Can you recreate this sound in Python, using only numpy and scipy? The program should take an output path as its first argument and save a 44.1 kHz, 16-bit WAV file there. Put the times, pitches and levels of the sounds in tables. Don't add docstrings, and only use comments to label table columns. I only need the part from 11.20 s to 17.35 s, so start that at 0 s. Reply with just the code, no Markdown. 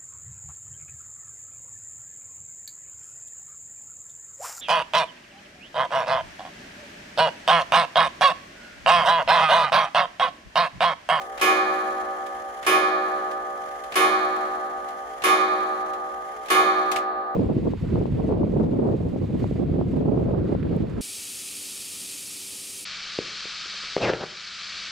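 import sys
import numpy as np
from scipy import signal
from scipy.fft import rfft, irfft, next_fast_len
from scipy.io import wavfile
from scipy.ndimage import map_coordinates

SR = 44100
rng = np.random.default_rng(int(sys.argv[2]) if len(sys.argv) > 2 else 0)


def transcribe(u):
    v = np.clip(np.atleast_2d(u).T, -1, 1)
    q = np.round(v * 32767).astype(np.int16)
    wavfile.write(sys.argv[1], SR, q)


N = 271215
T = np.arange(N) / SR
SIDES = np.array([[1], [-1]])

# start_s, strength_db, fall_s, release_click_db, ping_hz, ping_db
BLOWS = [(.213, 0.52, 0.037, -34.5, 9900, -4), (1.465, 0.3, .038, -35.5, 9250, 8),
         (2.756, 0.38, 0.036, -32, 9900, 8.5), (4.038, 0, .018, -31.5, 9900, 4.5),
         (5.302, .8, 0.018, -31.5, 9180, 4)]
# frequency_hz, density_db, t60_s
IMPACT_SPECTRUM = [(200, -20.5, .3), (900, -6, 0.33), (2200, 1, .3), (3200, -1, 0.27), (5000, -8, 0.31),
                   (7000, -9, .25), (11000, -12, .22), (15500, -19, .2)]


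def undb(db):
    return 10 ** (np.asarray(db) / 20)


def along(table, hz):
    at, *columns = np.transpose(table)
    return [np.interp(np.log(np.maximum(hz, 1)), np.log(at), c) for c in columns]


def drift(rate_hz):
    points = rng.standard_normal(int(N / SR * rate_hz) + 4)
    coarse = map_coordinates(points, [T[::64] * rate_hz + 1], order=3, mode="nearest")
    return np.interp(T, T[::64], coarse)


def add(out, sound, start_s):
    start = int(round(start_s * SR))
    lo, hi = max(start, 0), min(start + sound.shape[1], N)
    if hi > lo:
        out[:, lo:hi] += sound[:, lo - start:hi - start]


def noise(spectrum, size, apart_hz=800):
    hz = np.arange(size // 2 + 1) * SR / size
    mid, side = rfft(rng.standard_normal((2, size)))
    width = hz / np.hypot(hz, apart_hz)
    stereo = (mid + SIDES * width * side) / np.hypot(1, width)
    x = irfft(stereo * undb(along(spectrum, hz)[0]), size)
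    return x / x.std()


def burst(spectrum, size, tilt_db_per_octave=0):
    hz, s, frames = signal.stft(noise(spectrum, size), SR, nperseg=512)
    tilt = undb(tilt_db_per_octave * np.log2(np.maximum(hz, 200) / 3000))
    fade = undb(-60 * s / along(spectrum, hz)[1][:, None])
    return signal.istft(frames * fade * tilt[:, None], SR, nperseg=512)[1][:, :size]


def reverberate(x, wet_db, t60_s):
    t = T[:SR // 2]
    tail = rng.standard_normal((2, len(t))) * undb(-60 * t / t60_s) * (t > .004)
    tail /= np.sqrt((tail ** 2).sum(axis=1, keepdims=True))
    reflections = signal.fftconvolve(x, tail, axes=1)[:, :N]
    return (x + undb(wet_db) * reflections) / np.hypot(1, undb(wet_db))


def room(level_db=-60):
    # frequency_hz, density_db
    spectrum = [(20, -30), (40, -11), (55, 2), (85, -13.5), (120, -14.5), (170, -14.5), (400, -9.5),
                (1000, -20), (3000, -26.5), (8000, -37), (16000, -37)]
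    return undb(level_db) * noise(spectrum, next_fast_len(N))[:, :N]


def strokes(earlier=2, period_s=1.272):
    blows = [(s, db, ping_hz, ping_db) for s, db, _, _, ping_hz, ping_db in BLOWS]
    first_s, *alike = blows[0]
    return [(first_s - k * period_s, *alike) for k in range(earlier, 0, -1)] + blows


def excitation_db(hz, start_s, ping_hz, ping_db, shift_at_s=2.4, shift_s=1.1, ping_octaves=.018):
    # centre_hz, width_octaves, early_db, late_db
    bands = [(1213, .03, -1.5, 2), (1724, 0.0086, 3.5, -5), (2600, .14, 6.5, .5), (3730, .08, -3.5, 2),
             (4230, .025, -2, -4), (4390, .025, -2, 3), (5200, .08, 6, 2), (9900, 0.023, -4.5, -6)]
    near = lambda centre, width: np.exp(-(np.log2(hz / centre) / width) ** 2)
    late = (1 + np.tanh((start_s - shift_at_s) / shift_s)) / 2
    shift = sum(((1 - late) * early_db + late * late_db) * near(centre, width)
                for centre, width, early_db, late_db in bands)
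    return shift + ping_db * near(ping_hz, ping_octaves)


def ring(modes, swell_s, first_share, sway_db, gain_db):
    hz, db, t60, pan_db, lead = np.transpose(modes)
    pole = 2j * np.pi * hz - np.log(1000) / t60
    starts = np.exp(np.outer(T[:int(t60.max() * SR):512], pole))
    within = np.exp(np.outer(pole, T[:512]))
    t = np.arange(len(starts) * within.shape[1]) / SR
    swell = 1 - (1 - first_share) * np.exp(-t / swell_s)
    phase = 2 * np.pi * rng.random(len(hz)) + SIDES * lead / 2
    heard = undb(db + gain_db + SIDES * pan_db / 2) * np.exp(1j * phase)
    out = np.zeros((2, N))
    for s, blow_db, ping_hz, ping_db in strokes():
        sway = sway_db * np.minimum(hz / 2000, 1) * rng.standard_normal((2, len(hz)))
        amplitudes = heard * undb(blow_db + excitation_db(hz, s, ping_hz, ping_db) + sway)
        tones = np.array([((starts * side) @ within).real.ravel() for side in amplitudes])
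        add(out, swell * tones, s)
    return out


def coil():
    # pitch_hz, level_db, t60_s, left_minus_right_db, left_lead_rad
    modes = [(224, -46.5, 3.87, 0.0, 0.4), (267.9, -50.5, 6.7, 0, -0.35), (318.8, -31.5, 2.37, 0.0, 0.2),
             (372.36, -23, 2.48, 0.5, -0.0), (432, -48, 9.1, -3, 0.0), (492.8, -40.5, 7.3, -6.5, 0.7),
             (557.4, -38, 6.6, -5.5, 0.24), (563, -38.5, 4.5, -6, 1.1), (626.88, -33.5, 5.6, -6, 1.0),
             (632.5, -35, 4.3, -5.5, 2.4), (699.4, -42.5, 7, 6, 0.54), (705.5, -35.5, 6, 6, 0.93),
             (773.5, -30, 6.9, 2.0, 0.0), (781.8, -28.5, 5.6, -1, 0.05), (851.95, -34.5, 4.9, -0.5, -1.5),
             (858, -39.0, 5.5, 4.5, -2.5), (935.12, -34.5, 5.7, 0.5, 3), (1022.7, -33.4, 2.86, 5.0, -1.6),
             (1109.75, -19.5, 1.1, 3.5, -0.9), (1119.3, -26, 3.4, 7.5, -2.5),
             (1203.3, -20, 1.61, -8.5, 2.5), (1213.3, -20.5, 4.15, -2.5, 1.88),
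             (1298, -31.5, 2.66, 5.5, 1.1), (1308, -38.5, 3.8, 6, -1), (1398, -30.8, 1.95, -2, -0.1),
             (1495, -42, 3.7, -3, 1.3), (1509, -38, 4.15, 7, -2), (1621, -33, 2.1, 6.5, 2),
             (1714, -27, 1.69, -9.5, 0.77), (1729.07, -36, 3.8, -4.5, 0.92), (1828, -33.5, 1.45, -1, -0.7),
             (1956, -42, 2.7, -2, -1), (2086, -29, 0.79, 2, -0.5), (2182.81, -32.5, 0.77, -7.0, 1.8),
             (2205, -26, 1.1, -7, 2.0), (2310, -35.5, 1.06, -8, 0), (2320, -33.5, 1.35, 1, -2.5),
             (2440, -37.0, 0.68, -10, 1), (2451, -28, 0.93, -10, 1.57), (2585, -34, 0.42, -2, 0.5),
             (2845, -35, 0.46, -1, -1.8), (2875, -30, 0.39, -3, -1.0), (3005, -32, 0.61, 2, -0.5),
             (3164, -31.5, 0.74, -8, 2.2), (3440.06, -38, 0.98, -6, 2.3), (3563.89, -36.5, 0.98, 3, -1.3),
             (3591, -35, 0.91, -13.5, 0.6), (3717, -42.5, 1.15, 0.0, 1.0), (3770, -42, 1.3, 4, 2),
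             (3911.67, -40, 1.52, 4.5, -0.7)]
    return ring(modes, swell_s=.015, first_share=.21, sway_db=1, gain_db=0)


def panels():
    # pitch_hz, level_db, t60_s, left_minus_right_db, left_lead_rad
    modes = [(208.7, -49.5, 3.05, 0, 0), (406, -39, 1, 0, 0), (462.3, -31, 0.69, -1, 0),
             (540.7, -41.5, 2.6, -4, 0), (591, -41.5, 1.4, -3, 0), (748, -34, 0.97, 0, .5),
             (1057, -35, 1.1, 1, -1), (1068, -39, 1.4, 0, -1), (1677, -35, .7, -3, 1),
             (3120, -38, .9, 2, 1), (3292, -43, 1.3, -3, 0)]
    return ring(modes, swell_s=.015, first_share=.44, sway_db=.5, gain_db=.5)


def shimmer(scatter_db=1.5, twin_db=-5, twin_spread=.00121):
    # frequency_hz, level_db, t60_s, left_minus_right_db
    envelope = [(4000, -48.5, 1.4, -1), (4390, -41.5, 1.47, -1.5), (4820, -48, 0.83, -5),
                (5200, -42, 0.61, 0), (6100, -46.5, 0.67, -2), (6860, -39.5, 0.58, 0),
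                (7540, -49.5, 0.54, -1), (8440, -55, .4, 4), (9190, -39.5, 0.45, 5), (9700, -42, .45, 8),
                (9900, -31, 0.41, 9.5), (10300, -40, 0.36, 6), (10700, -45, 0.41, 5),
                (12200, -43.5, 0.36, 5), (14700, -51.5, 0.42, 4), (15600, -66, .35, 5)]
    n = np.arange(49)
    upper_hz = 4074 + 168 * n + 1.43 * n ** 2
    twin_ratio = .992 + twin_spread * rng.standard_normal(len(n))
    hz = np.concatenate([upper_hz, upper_hz * twin_ratio])
    db, t60, pan_db = along(envelope, hz)
    scatter, lead = rng.standard_normal((len(hz), 2)).T
    db = db + scatter_db * scatter + np.repeat([0, twin_db], len(n))
    modes = np.transpose([hz, db, t60, pan_db, 2 * lead])
    direct = ring(modes, swell_s=.0055, first_share=.45, sway_db=2.2, gain_db=1)
    return reverberate(direct, wet_db=-3, t60_s=.2)


def striking_train(level_db=-47, load_db=4, flutter_db=2.1, surge_db=.9, easing_db_per_s=-.47,
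                   lift_s=.31, lift_width_s=.29, end_s=5.76, stop_s=.043):
    # frequency_hz, density_db
    spectrum = [(200, -10), (800, 0), (1450, 0.5), (1950, 4), (2300, -5), (2800, -11), (3150, -4),
                (3800, -14), (4800, -15), (7000, -12.5), (8600, -22), (10500, -14), (13000, -26.5),
                (16000, -29)]
    running = np.exp(-np.maximum(T - end_s, 0) / stop_s)
    load = sum(np.exp(-((T - s - lift_s) / lift_width_s) ** 2) for s, *_ in BLOWS)
    whir = noise(spectrum, next_fast_len(N))[:, :N]
    whir = reverberate(whir, wet_db=-2, t60_s=.045)
    unsteady_db = flutter_db * drift(130) + surge_db * drift(5.04)
    return whir * running * undb(level_db + easing_db_per_s * T + load_db * load + unsteady_db)


def clicks(events, rise_s, snap_s, tail_db):
    out, t = np.zeros((2, N)), T[:SR // 3]
    envelope = (1 - np.exp(-t / rise_s)) * (np.exp(-t / snap_s) + undb(tail_db))
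    for s, db, tilt in events:
        add(out, undb(db) * burst(IMPACT_SPECTRUM, len(t), tilt) * envelope, s)
    return out


def escapement(first_s=.015, beat_s=.5243, level_db=-41, scatter_db=1, tilt_db_per_octave=-.7):
    ticks = [(s, level_db + scatter_db * rng.standard_normal(), tilt_db_per_octave)
             for s in np.arange(first_s, N / SR, beat_s)]
    return clicks(ticks, rise_s=.001, snap_s=.01, tail_db=-11.5)


def hammer_lift(pitch_hz=430, level_db=-46, ahead_s=.11, width_s=.048):
    swell = sum(np.exp(-((T - s + ahead_s) / width_s) ** 2) for s, *_ in BLOWS)
    return undb(level_db) * swell * np.sin(2 * np.pi * pitch_hz * T + drift(11))


def hammer_release(again_s=.02, tilt_db_per_octave=-3):
    slips = [(s - fall_s + delay_s, db, tilt_db_per_octave)
             for s, _, fall_s, db, *_ in BLOWS
             for delay_s in (0, again_s) if delay_s < fall_s]
    return clicks(slips, rise_s=.0013, snap_s=.013, tail_db=-12.5)


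def hammer_impact(crack_db=-25, crack_s=.013, thud_db=-25, wash_db=-35, swell_s=.013):
    # frequency_hz, density_db, t60_s
    thud = [(60, -24, 1.2), (130, -24, 1.0), (220, -14.5, 1.4), (400, 1, 0.85), (600, -1, 0.79),
            (850, -1.5, 0.74), (1100, -4.5, .8), (1710, -1.5, .7), (2600, -3, .5), (4000, -12.5, 0.66),
            (7000, -24, 0.71), (15000, -37, .4)]
    # frequency_hz, density_db, t60_s
    wash = [(150, -35, 3), (240, -7.5, 3.9), (400, -1.5, 4.8), (800, -0.5, 4.6), (1100, -0.5, 3.8),
            (1700, -2, 3.7), (2300, -7, 2.6), (3200, -10.5, 2.1), (4200, -9.5, 1.9), (6000, -24, 1.3),
            (15000, -45, 1)]
    out, t = np.zeros((2, N)), T[:2 * SR]
    snap = np.exp(-t[:SR // 10] / crack_s)
    swell = 1 - np.exp(-t / swell_s)
    for s, blow_db, *_ in strokes(earlier=1):
        add(out, undb(blow_db + crack_db) * noise(IMPACT_SPECTRUM, len(snap)) * snap, s)
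        add(out, undb(blow_db + thud_db) * burst(thud, SR) * swell[:SR], s)
        add(out, undb(blow_db + wash_db) * burst(wash, len(t)) * swell, s)
    return out


def stop_lever():
    # start_s, level_db, tilt_db_per_octave
    impacts = [(5.715, -24, -.5), (5.7594, -24.5, -2.5)]
    return clicks(impacts, rise_s=.0013, snap_s=.013, tail_db=-12.5)


def scene():
    strikes = coil() + panels() + shimmer() + hammer_impact()
    clockwork = escapement() + hammer_release() + stop_lever() + hammer_lift() + striking_train()
    return strikes + clockwork + room()


def record(dry):
    cutoff_hz = 15900
    return signal.sosfilt(signal.ellip(10, .2, 80, cutoff_hz, fs=SR, output="sos"), dry)


dry = scene()
out = record(dry)
transcribe(out)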